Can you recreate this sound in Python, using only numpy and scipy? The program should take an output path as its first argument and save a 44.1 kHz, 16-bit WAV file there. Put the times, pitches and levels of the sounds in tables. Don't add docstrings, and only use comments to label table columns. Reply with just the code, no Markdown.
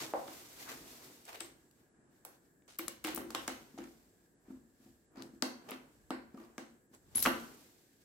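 import sys
import numpy as np
from scipy import signal
from scipy.io import wavfile
from scipy.ndimage import uniform_filter1d

SR = 44100
rng = np.random.default_rng(int(sys.argv[2]) if len(sys.argv) > 2 else 0)


def invert_db(x):
    u = np.asarray(x, float) / 20
    return 10 ** u


def transcribe(signal):
    frames = np.atleast_2d(signal).T
    limited = np.clip(frames, -1, 1)
    pcm = np.round(limited * 32767).astype(np.int16)
    wavfile.write(sys.argv[1], SR, pcm)


N = 354608

# pitch in Hz, left-right likeness (below 0 counts as 0).
LEFT_RIGHT_LIKENESS = [(50, 0.64), (150, 0.9), (300, 0.85), (600, 0.54), (1500, -0.83), (4000, -0.047),
                       (15000, -1.8)]


def rms_one(x):
    return x / np.sqrt(np.mean(x ** 2) + 1e-20)


def at_hz(points, hz):
    table_hz, value = np.transpose(points)
    return np.interp(np.log(hz), np.log(table_hz), value)


def band(x, low_hz, high_hz):
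    sos = signal.butter(2, [low_hz, min(high_hz, .45 * SR)], "band", fs=SR, output="sos")
    return signal.sosfilt(sos, x)


def ring(x, hz, t60):
    r, w = invert_db(-60 / (t60 * SR)), 2 * np.pi * hz / SR
    return signal.lfilter([0, np.sin(w)], [1, -2 * r * np.cos(w), r * r], x + 1e-18)


def drift(rate):
    r = np.exp(-80 * np.pi * rate / SR)
    slow = signal.lfilter([1], [1, -2 * r, r * r], rng.standard_normal(N // 40 + 2002))[2000:]
    return np.interp(np.arange(N) / 40, np.arange(len(slow)), rms_one(slow))


def swells(s, peak_db, rise, fade, hold=0):
    t = np.arange(0, N + 40, 40)[:, None] / SR
    under = np.maximum(np.maximum((s - t) / rise, (t - s - hold) / fade), 0)
    gain = np.sqrt(np.sum(invert_db(peak_db - 10 * under) ** 2, axis=1))
    return np.interp(np.arange(N) / SR, t[:, 0], gain)


def tick(size):
    return 1.0 * (np.arange(size) == 0)


def push(length, size):
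    t = np.arange(size) / SR / max(length, 2e-4)
    return np.tile(t * np.exp(-6 * t), (2, 1))


def contact(length, size, shared):
    t = np.arange(size) / SR / max(length, 2e-4)
    both, left, right = rng.standard_normal((3, size))
    shared = np.clip(shared, 0, 1)
    return t * np.exp(-4 * t) * (np.sqrt(shared) * both + np.sqrt(1 - shared) * np.array([left, right]))


def metal(force, hz, part_db):
    part = rms_one(band(force, hz / 1.15, hz * 1.37)) + invert_db(4.0) * rms_one(ring(force, hz, 14 / hz))
    crack = rms_one(band(force, hz / 2.5, hz * 2.23)) + invert_db(-2.5) * rms_one(band(force, 1800, 14000))
    return crack + invert_db(part_db + 4.0) * part


def struck_body(force, modes, centre_hz, focus_db):
    octaves_off = np.log2(np.array(modes)[:, 0] / centre_hz)
    strength_db = 3.5 * rng.standard_normal(len(modes)) - focus_db * octaves_off ** 2
    return sum(invert_db(db + more_db) * ring(force, hz, t60)
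               for more_db, (hz, db, t60) in zip(strength_db, modes))


def add(out, near, smooth, s, peak_db, pan_db):
    at = round(s * SR)
    near = near[:, :N - at] * invert_db(peak_db) / np.abs(near.mean(axis=0)).max()
    end = at + near.shape[1]
    out[:2, at:end] += near * invert_db([[pan_db / 2], [-pan_db / 2]])
    out[2, at:end] += rms_one(smooth[:N - at]) * np.sqrt(np.mean(near ** 2))


def clicks():
    # start in seconds, peak in dB,
    # loudest part in Hz, that part over the broad crack in dB, left over right in dB.
    pins_in = [(0.2783, -46, 3600, 6, -3), (1.253, -45.5, 7840, 11, -7), (1.406, -34.5, 3950, -7, 4),
               (1.712, -58.5, 5940, -20, -2.5), (2.2507, -35, 12200, 4, -13), (2.68, -55.5, 6470, 5, -13),
               (2.7883, -29.5, 13900, -6, 1.5), (2.8818, -31, 11800, -5, 38), (3.042, -30.5, 13700, -2, 6),
               (3.049, -31, 8100, -12, 0), (3.071, -34, 12500, -3.5, 3), (3.079, -36.5, 3400, 0, -4),
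               (3.1478, -26.5, 15000, 15, 2), (3.1612, -31.5, 11500, 1, 16.5),
               (3.1785, -34.5, 12500, 0, 14), (3.3056, -37.5, 5670, -13, -2), (3.349, -26.5, 3580, -10, -3),
               (3.4785, -27, 6870, 1.5, -3)]
    detents = [(3.7868, -47, 6500, -2, 0), (5.2237, -35.5, 5400, -3.5, 17), (5.4242, -20, 4940, 8, 10),
               (5.69, -57, 6400, 2, -6), (5.71, -37, 11600, 8, 40), (5.7178, -41, 2750, 14, 2),
               (6.107, -35, 4300, -4, -4), (6.401, -62, 7000, 5, 1.5), (6.44, -58, 5100, 13, -1),
               (6.5816, -36, 6840, 4, 3), (6.95, -49, 7840, 13, -5)]
    pins_out = [
        (7.1522, -34.5, 11450, 1, 5.5),
        (7.1812, -25.5, 12300, 5, 5.5),
        (7.227, -18, 12770, 5.5, 9),
        (7.2363, -25, 9960, 1.5, 2),
        (7.241, -28.5, 11900, -6, 2),
        (7.2625, -25, 3190, 7, 2),
    ]
    # (Hz, t60 in seconds).
    loose_key = [
        (1.405, -34.5, [(7700, 0.022), (8300, 0.019), (8700, 0.023)]),
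        (2.786, -33, [(12400, .05), (12950, 0.073), (13150, 0.081), (13500, 0.044)]),
        (7.225, -31, [(3400, 0.008), (4050, 0.008), (5800, 0.012)]),
    ]
    out = np.zeros((3, N))
    for table, contact_s in [(pins_in, .0048), (detents, .0015), (pins_out, .0048)]:
        for s, peak_db, hz, part_db, pan_db in table:
            near = metal(contact(contact_s, size=2000, shared=0.21), hz, part_db)
            to_room = metal(tick(size=2000), hz, part_db - 11.0)
            add(out, near, to_room, s - .0012, peak_db - 0.5, 0.5 * pan_db + .8)
    for s, peak_db, modes in loose_key:
        near = sum(ring(contact(0.0003, size=8000, shared=0.26), hz, t60) for hz, t60 in modes)
        add(out, near, near[0], s, peak_db, 2.5)
    return out * invert_db([[0], [0], [-3.0]])


def knocks():
    # start in seconds, panel peak in dB, hollow over panel in dB,
    # panel centre in Hz, hollow centre in Hz.
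    jolts = [(0.282, -42, 0.5, 900, 298), (1.41, -39, -5.5, 1630, 339), (2.251, -44, -17, 820, 386),
             (2.793, -32.5, -4, 2140, 335), (2.881, -36, -6.5, 1690, 238), (3.047, -26.5, -3.5, 2220, 311),
             (3.072, -33, -27, 1300, 320), (3.082, -32.5, -22, 1290, 360), (3.176, -29, -3.5, 1070, 231),
             (3.305, -38.5, -6, 870, 234), (3.3488, -26, -9, 1410, 285), (3.48, -26.5, -5, 1520, 243),
             (3.787, -42.5, 9.5, 1080, 296), (5.4252, -27, 2.5, 900, 248), (5.689, -42, -3, 1340, 235),
             (5.717, -33.5, -1.5, 1800, 251), (6.106, -28, 2.5, 1050, 275.6), (6.581, -35.5, 2, 1140, 239),
             (7.153, -45, 10.5, 1850, 232), (7.254, -20.5, -16.5, 1120, 204),
             (7.2599, -19, -6.5, 1250, 276), (7.271, -20, -1, 1230, 241), (7.278, -35, -8, 970, 231)]
    # start in seconds, peak in dB, hollow centre in Hz.
    soft_pushes = [(0.848, -60, 291), (1.988, -53.5, 218), (3.143, -33, 330), (3.204, -31, 363),
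                   (3.248, -35, 350), (3.744, -40, 258), (3.803, -34, 260), (3.838, -42.5, 310),
                   (3.913, -59, 293), (4.485, -40.5, 248), (4.505, -32.5, 229), (4.803, -50.5, 245),
                   (4.862, -44, 254), (5.177, -33.5, 258), (5.222, -39, 266), (5.337, -39.5, 253),
                   (5.596, -50.5, 275), (6.344, -32.5, 235), (6.4, -43, 338), (6.914, -49, 247),
                   (7.29, -27, 171.5)]
    # mode in Hz, level in dB, t60 in seconds.
    hollow_modes = [(139, -35.5, 0.17), (171, -38, 0.6), (231, 2.5, 0.17), (259.9, -3.5, 0.3),
                    (293.5, -5, 0.39), (334.7, 1.5, 0.26), (381.7, -5.5, 0.33)]
    panel_modes = [(471, -1.5, 0.01), (555, 8.5, 0.15), (626, 2.5, 0.12), (744, 7.5, 0.066),
                   (889, 6.5, 0.031), (1088, -9, 0.023), (1166, -3, 0.024), (1293, 7, 0.016),
                   (1430, -11, 0.02), (1630, -2, 0.049), (2163, -9, 0.088), (2380, 0, 0.041),
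                   (2220, -4, 0.072), (2750, -7, .03)]
    jolt_s, snap_s, push_s = .0028, .00078, .0047
    out = np.zeros((3, N))
    for s, peak_db, hollow_db, panel_hz, hollow_hz in jolts:
        gripped = hollow_modes + [(hollow_hz, 4, .13)]
        hollow = struck_body(push(jolt_s, size=12000), gripped, hollow_hz, focus_db=28.5)
        add(out, hollow, hollow[0], s, peak_db + hollow_db, 1.2)
        force = contact(jolt_s, size=6000, shared=0.81)
        first_touch = rms_one(np.gradient(push(snap_s, size=6000), axis=1))
        snap = rms_one(force) + invert_db(-3.5) * first_touch
        panel = rms_one(struck_body(snap, panel_modes, panel_hz, focus_db=10.0))
        panel += invert_db(-3.0) * rms_one(band(force, panel_hz / 2.4, panel_hz * 1.9))
        to_room = band(tick(size=6000), panel_hz / 5.9, panel_hz * 1.91)
        add(out, panel, to_room, s - .0005, peak_db + 0.5, .4)
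    for s, peak_db, hollow_hz in soft_pushes:
        force = contact(4.03 * push_s, size=12000, shared=0.82)
        gripped = hollow_modes + [(hollow_hz, 3, .08)]
        hollow = struck_body(push(push_s, size=12000), gripped, hollow_hz, focus_db=31.0)
        panel = struck_body(force, panel_modes, 720, focus_db=3.5)
        add(out, hollow + invert_db(-19.5) * panel, hollow[0], s - .002, peak_db, 1.2)
    return out


def blade():
    # start in seconds, peak in dB, blade note in Hz.
    touches = [(7.1572, -26, 11030), (7.1682, -33.5, 10970), (7.173, -27, 11200), (7.1837, -37, 11300),
               (7.1923, -36.5, 11240), (7.1994, -39.5, 11270), (7.207, -39, 11060), (7.225, -28.5, 11540),
               (7.246, -44, 11500), (7.263, -44, 11550), (7.2812, -50.5, 11200)]
    out = np.zeros((3, N))
    t = np.arange(4000) / SR
    for s, peak_db, hz in touches:
        swell = (t / .009) ** 2 * np.exp(-5 * t / 0.0071)
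        tone = swell * np.sin(2 * np.pi * hz * t + [[0], [1.5]])
        add(out, tone, tone[0], s - .002, peak_db, 5.0)
    return out * invert_db([[0], [0], [-4.0]])


def small_parts():
    # start in seconds, peak in dB,
    # loudest part in Hz, that part over the broad crack in dB.
    teeth = [(7.1498, -43.5, 3160, 6), (7.155, -34.5, 6650, 6), (7.162, -41, 5000, 2),
             (7.1712, -35, 4000, 5), (7.182, -32.5, 6700, 1.5), (7.1925, -33, 5400, 6),
             (7.1935, -32, 14000, 4), (7.2028, -29.5, 5500, 8), (7.204, -30.5, 15200, 6),
             (7.212, -34, 13000, 2), (7.2312, -29, 6000, 1), (7.244, -33.5, 5480, 4),
             (7.2711, -31.5, 4200, 3), (3.84, -52, 7060, 2), (3.087, -40, 7500, 2), (3.168, -37, 9500, 4),
             (5.6895, -51, 6400, 6), (0.914, -53, 5500, 2), (1.165, -60, 8000, -6), (1.357, -44, 3000, 4),
             (2.622, -66, 2480, 2), (5.159, -60, 4600, 4), (5.172, -56, 4800, 6), (6.346, -62, 5200, 4),
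             (7.159, -38, 13000, 2), (7.2215, -38, 15000, 2), (1.247, -58, 6000, 0)]
    # start in seconds, peak in dB, note in Hz,
    # t60 in seconds.
    taps = [(7.2605, -18, 1254, 0.022), (7.2625, -19.5, 1150, 0.022), (7.2765, -28.5, 1410, 0.0096),
            (3.777, -43.5, 726, .03), (3.5, -39.5, 1260, 0.019), (5.718, -54, 2632, .12),
            (5.7185, -44, 1100, .02), (2.8822, -26, 7500, .003), (7.26, -13, 2400, .002),
            (3.3555, -32, 1100, .015), (7.272, -24, 2740, .006), (5.4236, -26, 5000, .006),
            (7.181, -28, 9000, .002), (6.1065, -33, 1300, .015), (5.689, -50, 3100, .04),
            (6.346, -61, 1300, .03), (6.377, -50, 1190, 0.036), (6.403, -58, 1000, .03),
            (6.438, -58, 1150, 0.027), (1.1, -49, 390, 0.022), (0.93, -54, 400, 0.022)]
    # start in seconds, length in seconds, level in dB,
    # low edge in Hz, high edge in Hz.
    slides = [(0.0, 0.038, -46, 1500, 6900), (0.659, .06, -55.5, 910, 1800), (1.274, 0.062, -59, 553, 1050),
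              (3.05, 0.061, -49, 1010, 3600), (3.775, 0.013, -63, 2980, 8000), (2.68, .05, -62, 1000, 8500),
              (5.172, .045, -66, 3800, 5400), (5.16, .055, -63, 500, 1400), (3.774, .07, -61, 500, 2300),
              (5.69, .04, -55, 600, 3500), (3.351, .05, -54, 2400, 4000), (7.226, .022, -50, 5000, 6600),
              (7.153, 0.077, -52, 3600, 15500), (7.222, .024, -43, 2980, 15500)]
    rise_s, fade_s = .003, .037
    out = np.zeros((3, N))
    for s, peak_db, hz, part_db in teeth:
        crack = metal(contact(.003, size=2000, shared=.3), hz, part_db)
        add(out, crack, crack[0], s - .0006, peak_db, 2.5)
    for s, peak_db, hz, t60 in taps:
        note = ring(push(.0003, size=12000), hz, t60)
        add(out, note, note[0], s, peak_db, .8)
    grit = invert_db(3.5 * drift(200))
    t = np.arange(8000) / SR
    for s, length, db, low_hz, high_hz in slides:
        at = round(s * SR)
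        under = np.maximum(np.maximum((rise_s - t) * 3 / rise_s, (t - length) / fade_s), 0)
        hiss = rms_one(band(rng.standard_normal((2, 8000)), low_hz, high_hz))
        out[:2, at:at + 8000] += invert_db(db - 10 * under) * grit[at:at + 8000] * hiss
    return out * invert_db([[0], [0], [-4.0]])


def step():
    # start in seconds, peak in dB.
    footfalls = [
        (0.135, -20),
    ]
    # mode in Hz, level in dB, t60 in seconds.
    floor_modes = [(410, -35, 0.027), (615, 6, 0.025), (780, 23, 0.0069), (970, -5, .01)]
    out = np.zeros((3, N))
    for s, peak_db in footfalls:
        near = sum(invert_db(db) * ring(push(0.00013, size=4000), hz, t60) for hz, db, t60 in floor_modes)
        add(out, near, near[0], s + 0.00214, peak_db, -1.5)
    return out * invert_db([[0], [0], [3.0]])


def banded_noise(spectrum, patchy_db, rate):
    out, together = 0, drift(rate)
    lowest_hz, highest_hz = spectrum[0][0], spectrum[-1][0]
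    edges = lowest_hz * 2 ** np.arange(0, np.log2(highest_hz / lowest_hz) + .2, 1 / 3)
    white = rng.standard_normal((2, 2, N))
    for k, (low, high) in enumerate(zip(edges, edges[1:])):
        mid, side = band(white[k % 2], low, high)
        hz = np.sqrt(low * high)
        alike = np.clip(at_hz(LEFT_RIGHT_LIKENESS, hz), 0, 1)
        stereo = np.sqrt(1 + alike) * mid + np.sqrt(1 - alike) * side * [[1], [-1]]
        out = out + invert_db(at_hz(spectrum, hz)) * stereo
    return rms_one(out * invert_db(patchy_db * together))


def scrapes(bright, dull):
    # start in seconds, length in seconds,
    # bright level in dB, dull over bright in dB.
    slides = [(0.0, 0.023, -54, 0.5), (0.6, 0.025, -60, -16), (0.69, 0.014, -51.5, -5),
              (1.258, .025, -66.5, -3), (1.28, 0.08, -55, -2), (1.402, 0.0019, -53, -11),
              (3.043, 0.069, -58.5, 1), (5.158, 0.055, -72, 8), (2.679, 0.034, -74, 8),
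              (5.689, 0.032, -59.5, 8), (6.374, 0.079, -73.5, 5.5), (7.158, 0.03, -55, 0)]
    s, length, db, dull_db = np.transpose(slides)
    shape = 0.0024, 0.039, length
    slips_per_s, slip_s = 210, 0.0027
    slips = (rng.random(N) < slips_per_s / SR) * rng.exponential(1, N)
    slipping = signal.lfilter([1], [1, -np.exp(-1 / (slip_s * SR))], slips + 1e-18)
    grit = invert_db(2.0 * drift(150)) * (1 + invert_db(-5) * slipping)
    return rms_one(grit) * (swells(s, db, *shape) * bright + swells(s, db + dull_db, *shape) * dull)


def handling():
    # top in seconds, rub in dB, fade in seconds per 10 dB,
    # weight on the cowl in dB.
    moves = [(0.018, -51, 0.1732, 1.5), (0.335, -53.5, 0.3141, -3.5), (0.47, -63, 0.34, -5.5),
             (0.615, -52, 0.15, -5), (0.72, -55, 0.19, -1.5), (0.91, -55.5, 0.19, -3.5),
             (1.03, -58, 0.2, -2.5), (1.13, -65, 0.19, -8), (1.45, -64, 0.0745, 4.5), (2.05, -90, 0.4, 17),
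             (1.62, -76, 0.1, 3), (1.8, -76, 0.1, 3), (2.16, -77, 0.1, 0), (2.45, -77, .08, 0),
             (2.35, -70.5, -0.05, -9), (2.74, -78, 0.06, -4), (2.85, -74, 0.04, 14), (3.092, -56, 0.06, 2),
             (3.219, -61, -0.0024, 16), (3.42, -57.5, 0.19, 1.5), (3.58, -67.5, 0.23, 2.5),
             (3.839, -65.5, 0.2, 0), (4.06, -77, 0.2, -6), (4.24, -80, 0.1, 0), (4.508, -73, 0.11, 8.5),
             (4.7, -82, .03, 0), (4.84, -70, 0.16, -3), (5.209, -77, 0.0845, 21), (5.49, -66, 0.08, 9),
             (5.692, -68.5, 0.18, 10.5), (5.35, -75, .06, 0), (5.95, -76.5, .4, -7), (6.7, -78, .08, 0),
             (6.41, -74, 0.2, 11), (6.943, -61.5, 0.02, 2.5), (7.21, -63, 0.18, 1.5),
             (7.37, -54.5, 0.17, 3), (7.548, -63.5, 0.3, -20), (7.85, -75, .3, -10), (8.02, -72, .06, -8)]
    # top in seconds, level in dB,
    # fade in seconds per 10 dB.
    sway = [(0.1, -71.5, 1.3), (0.8, -71, 0.15), (1.4, -72, 0.2), (3.2, -64.5, 0.42), (3.5, -68, 0.24),
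            (3.851, -71.5, 0.3), (4.52, -66, .12), (2.85, -69.5, 0.1), (4.9, -71, .1), (5.25, -72, 0.3),
            (6.09, -70.5, .5), (7.2, -56.5, 0.18), (7.32, -61.5, 0.12)]
    # pitch in Hz, level in dB per Hz.
    rub_colour = [(1180, -5), (2000, 9), (6030, 0.5), (8970, -1.5), (12100, -9), (15100, 9), (16100, -11),
                  (16500, -41.5)]
    hum_colour = [(240, -29.5), (400, 4.5), (615, -3.5), (663, 2), (1380, -2.5), (3000, -16), (3900, -33.5),
                  (4700, -60)]
    rumble_colour = [(59, -42), (100, -27.5), (145, 1), (184, -17.5), (281, 1), (486, -14), (780, -36),
                     (1320, -120)]
    sway_colour = [(25, -38), (40, -0.5), (55, 4.5), (80, -1.5), (110, -1), (140, -1.5)]
    rise_share, weave_hz = 0.57, 8880
    bright = banded_noise(rub_colour, patchy_db=.8, rate=30)
    dull = banded_noise(hum_colour, patchy_db=.8, rate=30)
    s, db, fade, weight_db = np.transpose(moves)
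    rise = rise_share * fade
    cloth = invert_db(-4) * bright + invert_db(-2.5) * band(bright, weave_hz / 2.33, weave_hz * 1.9)
    out = swells(s, db, rise, fade) * cloth
    out += swells(s, db + weight_db - 3, rise, fade) * dull
    out += scrapes(bright, dull)
    rumble_gain = swells(s, db + 1.37 * weight_db - 4.5, rise, 1.27 * fade)
    out += rumble_gain * banded_noise(rumble_colour, patchy_db=-2.0, rate=5.1)
    s, db, fade = np.transpose(sway)
    sway_gain = swells(s, db, rise_share * fade, fade)
    return out + sway_gain * banded_noise(sway_colour, patchy_db=0.9, rate=4.03)


def room(x):
    # pitch in Hz, t60 in seconds.
    decay = [(100, 0.69), (400, 0.41), (1500, 0.43), (5000, 0.38), (15000, 0.29)]
    # pitch in Hz, gain in dB.
    loudness = [(100, -9.5), (400, 9.5), (1500, 8.5), (5000, 8), (15000, 5)]
    t = np.arange(SR) / SR
    onset = np.clip((t - .002) / 0.0018, 0, 1)
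    white = rng.standard_normal((2, SR))
    echoes = np.zeros((2, SR))
    for hz in 90 * 2 ** np.arange(0, 8, .5):
        alike = np.clip(at_hz(LEFT_RIGHT_LIKENESS, hz), 0, 1)
        mid, side = band(white, hz / 2 ** .25, hz * 2 ** .25)
        t60 = at_hz(decay, hz)
        even_energy = np.sqrt(np.log(1e6) / t60 / SR / 2)
        fade = invert_db(at_hz(loudness, hz) - 60 * t / t60) * even_energy
        echoes += fade * (np.sqrt(1 + alike) * mid + np.sqrt(1 - alike) * side * [[1], [-1]])
    return signal.fftconvolve(x.mean(axis=0)[None], echoes * onset, axes=1)[:, :N]


def room_tone():
    # pitch in Hz, level in dB per Hz.
    air_colour = [(15, -42), (40, -9), (304, 0.5), (617, -12), (2600, -39.5), (7500, -29), (15200, -25),
                  (16500, -43)]
    # pipe note in Hz, t60 in seconds, level in dB.
    pipe_notes = [(1657, 0.018, -83), (1800, 0.014, -90.5), (7650, 0.0036, -81.5)]
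    tone = invert_db(-71.5) * banded_noise(air_colour, patchy_db=.7, rate=3)
    for hz, t60, db in pipe_notes:
        water = rms_one(ring(rng.standard_normal((2, N)), hz, t60))
        tone += invert_db(db + 1.5 * drift(2.7)) * water
    return tone


def scene():
    struck = clicks() + knocks() + blade() + step() + small_parts()
    no_bass = signal.butter(3, 246, "high", fs=SR, output="sos")
    struck = signal.sosfilt(no_bass, struck)
    return struck[:2] + room(struck[2:]) + handling() + room_tone()


def gate(x):
    gate_hz, quiet_share, window_s = 12400, .045, .05
    low = signal.sosfiltfilt(signal.cheby2(10, 40, gate_hz, fs=SR, output="sos"), x)
    level = uniform_filter1d(band(x.mean(axis=0), 9000, 11800) ** 2, round(window_s * SR))
    is_open = 1.0 * (level > np.quantile(level, quiet_share))
    return low + (x - low) * uniform_filter1d(is_open, 300)


def top_cut(x):
    return signal.sosfilt(signal.butter(12, 16820, fs=SR, output="sos"), x)


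def record(dry):
    cut = signal.sosfiltfilt(signal.cheby2(16, 25, 16100, fs=SR, output="sos"), dry)
    leak = invert_db(-28) * (dry - cut)
    return top_cut(gate(cut + leak))


dry = scene()
out = record(dry)
transcribe(out)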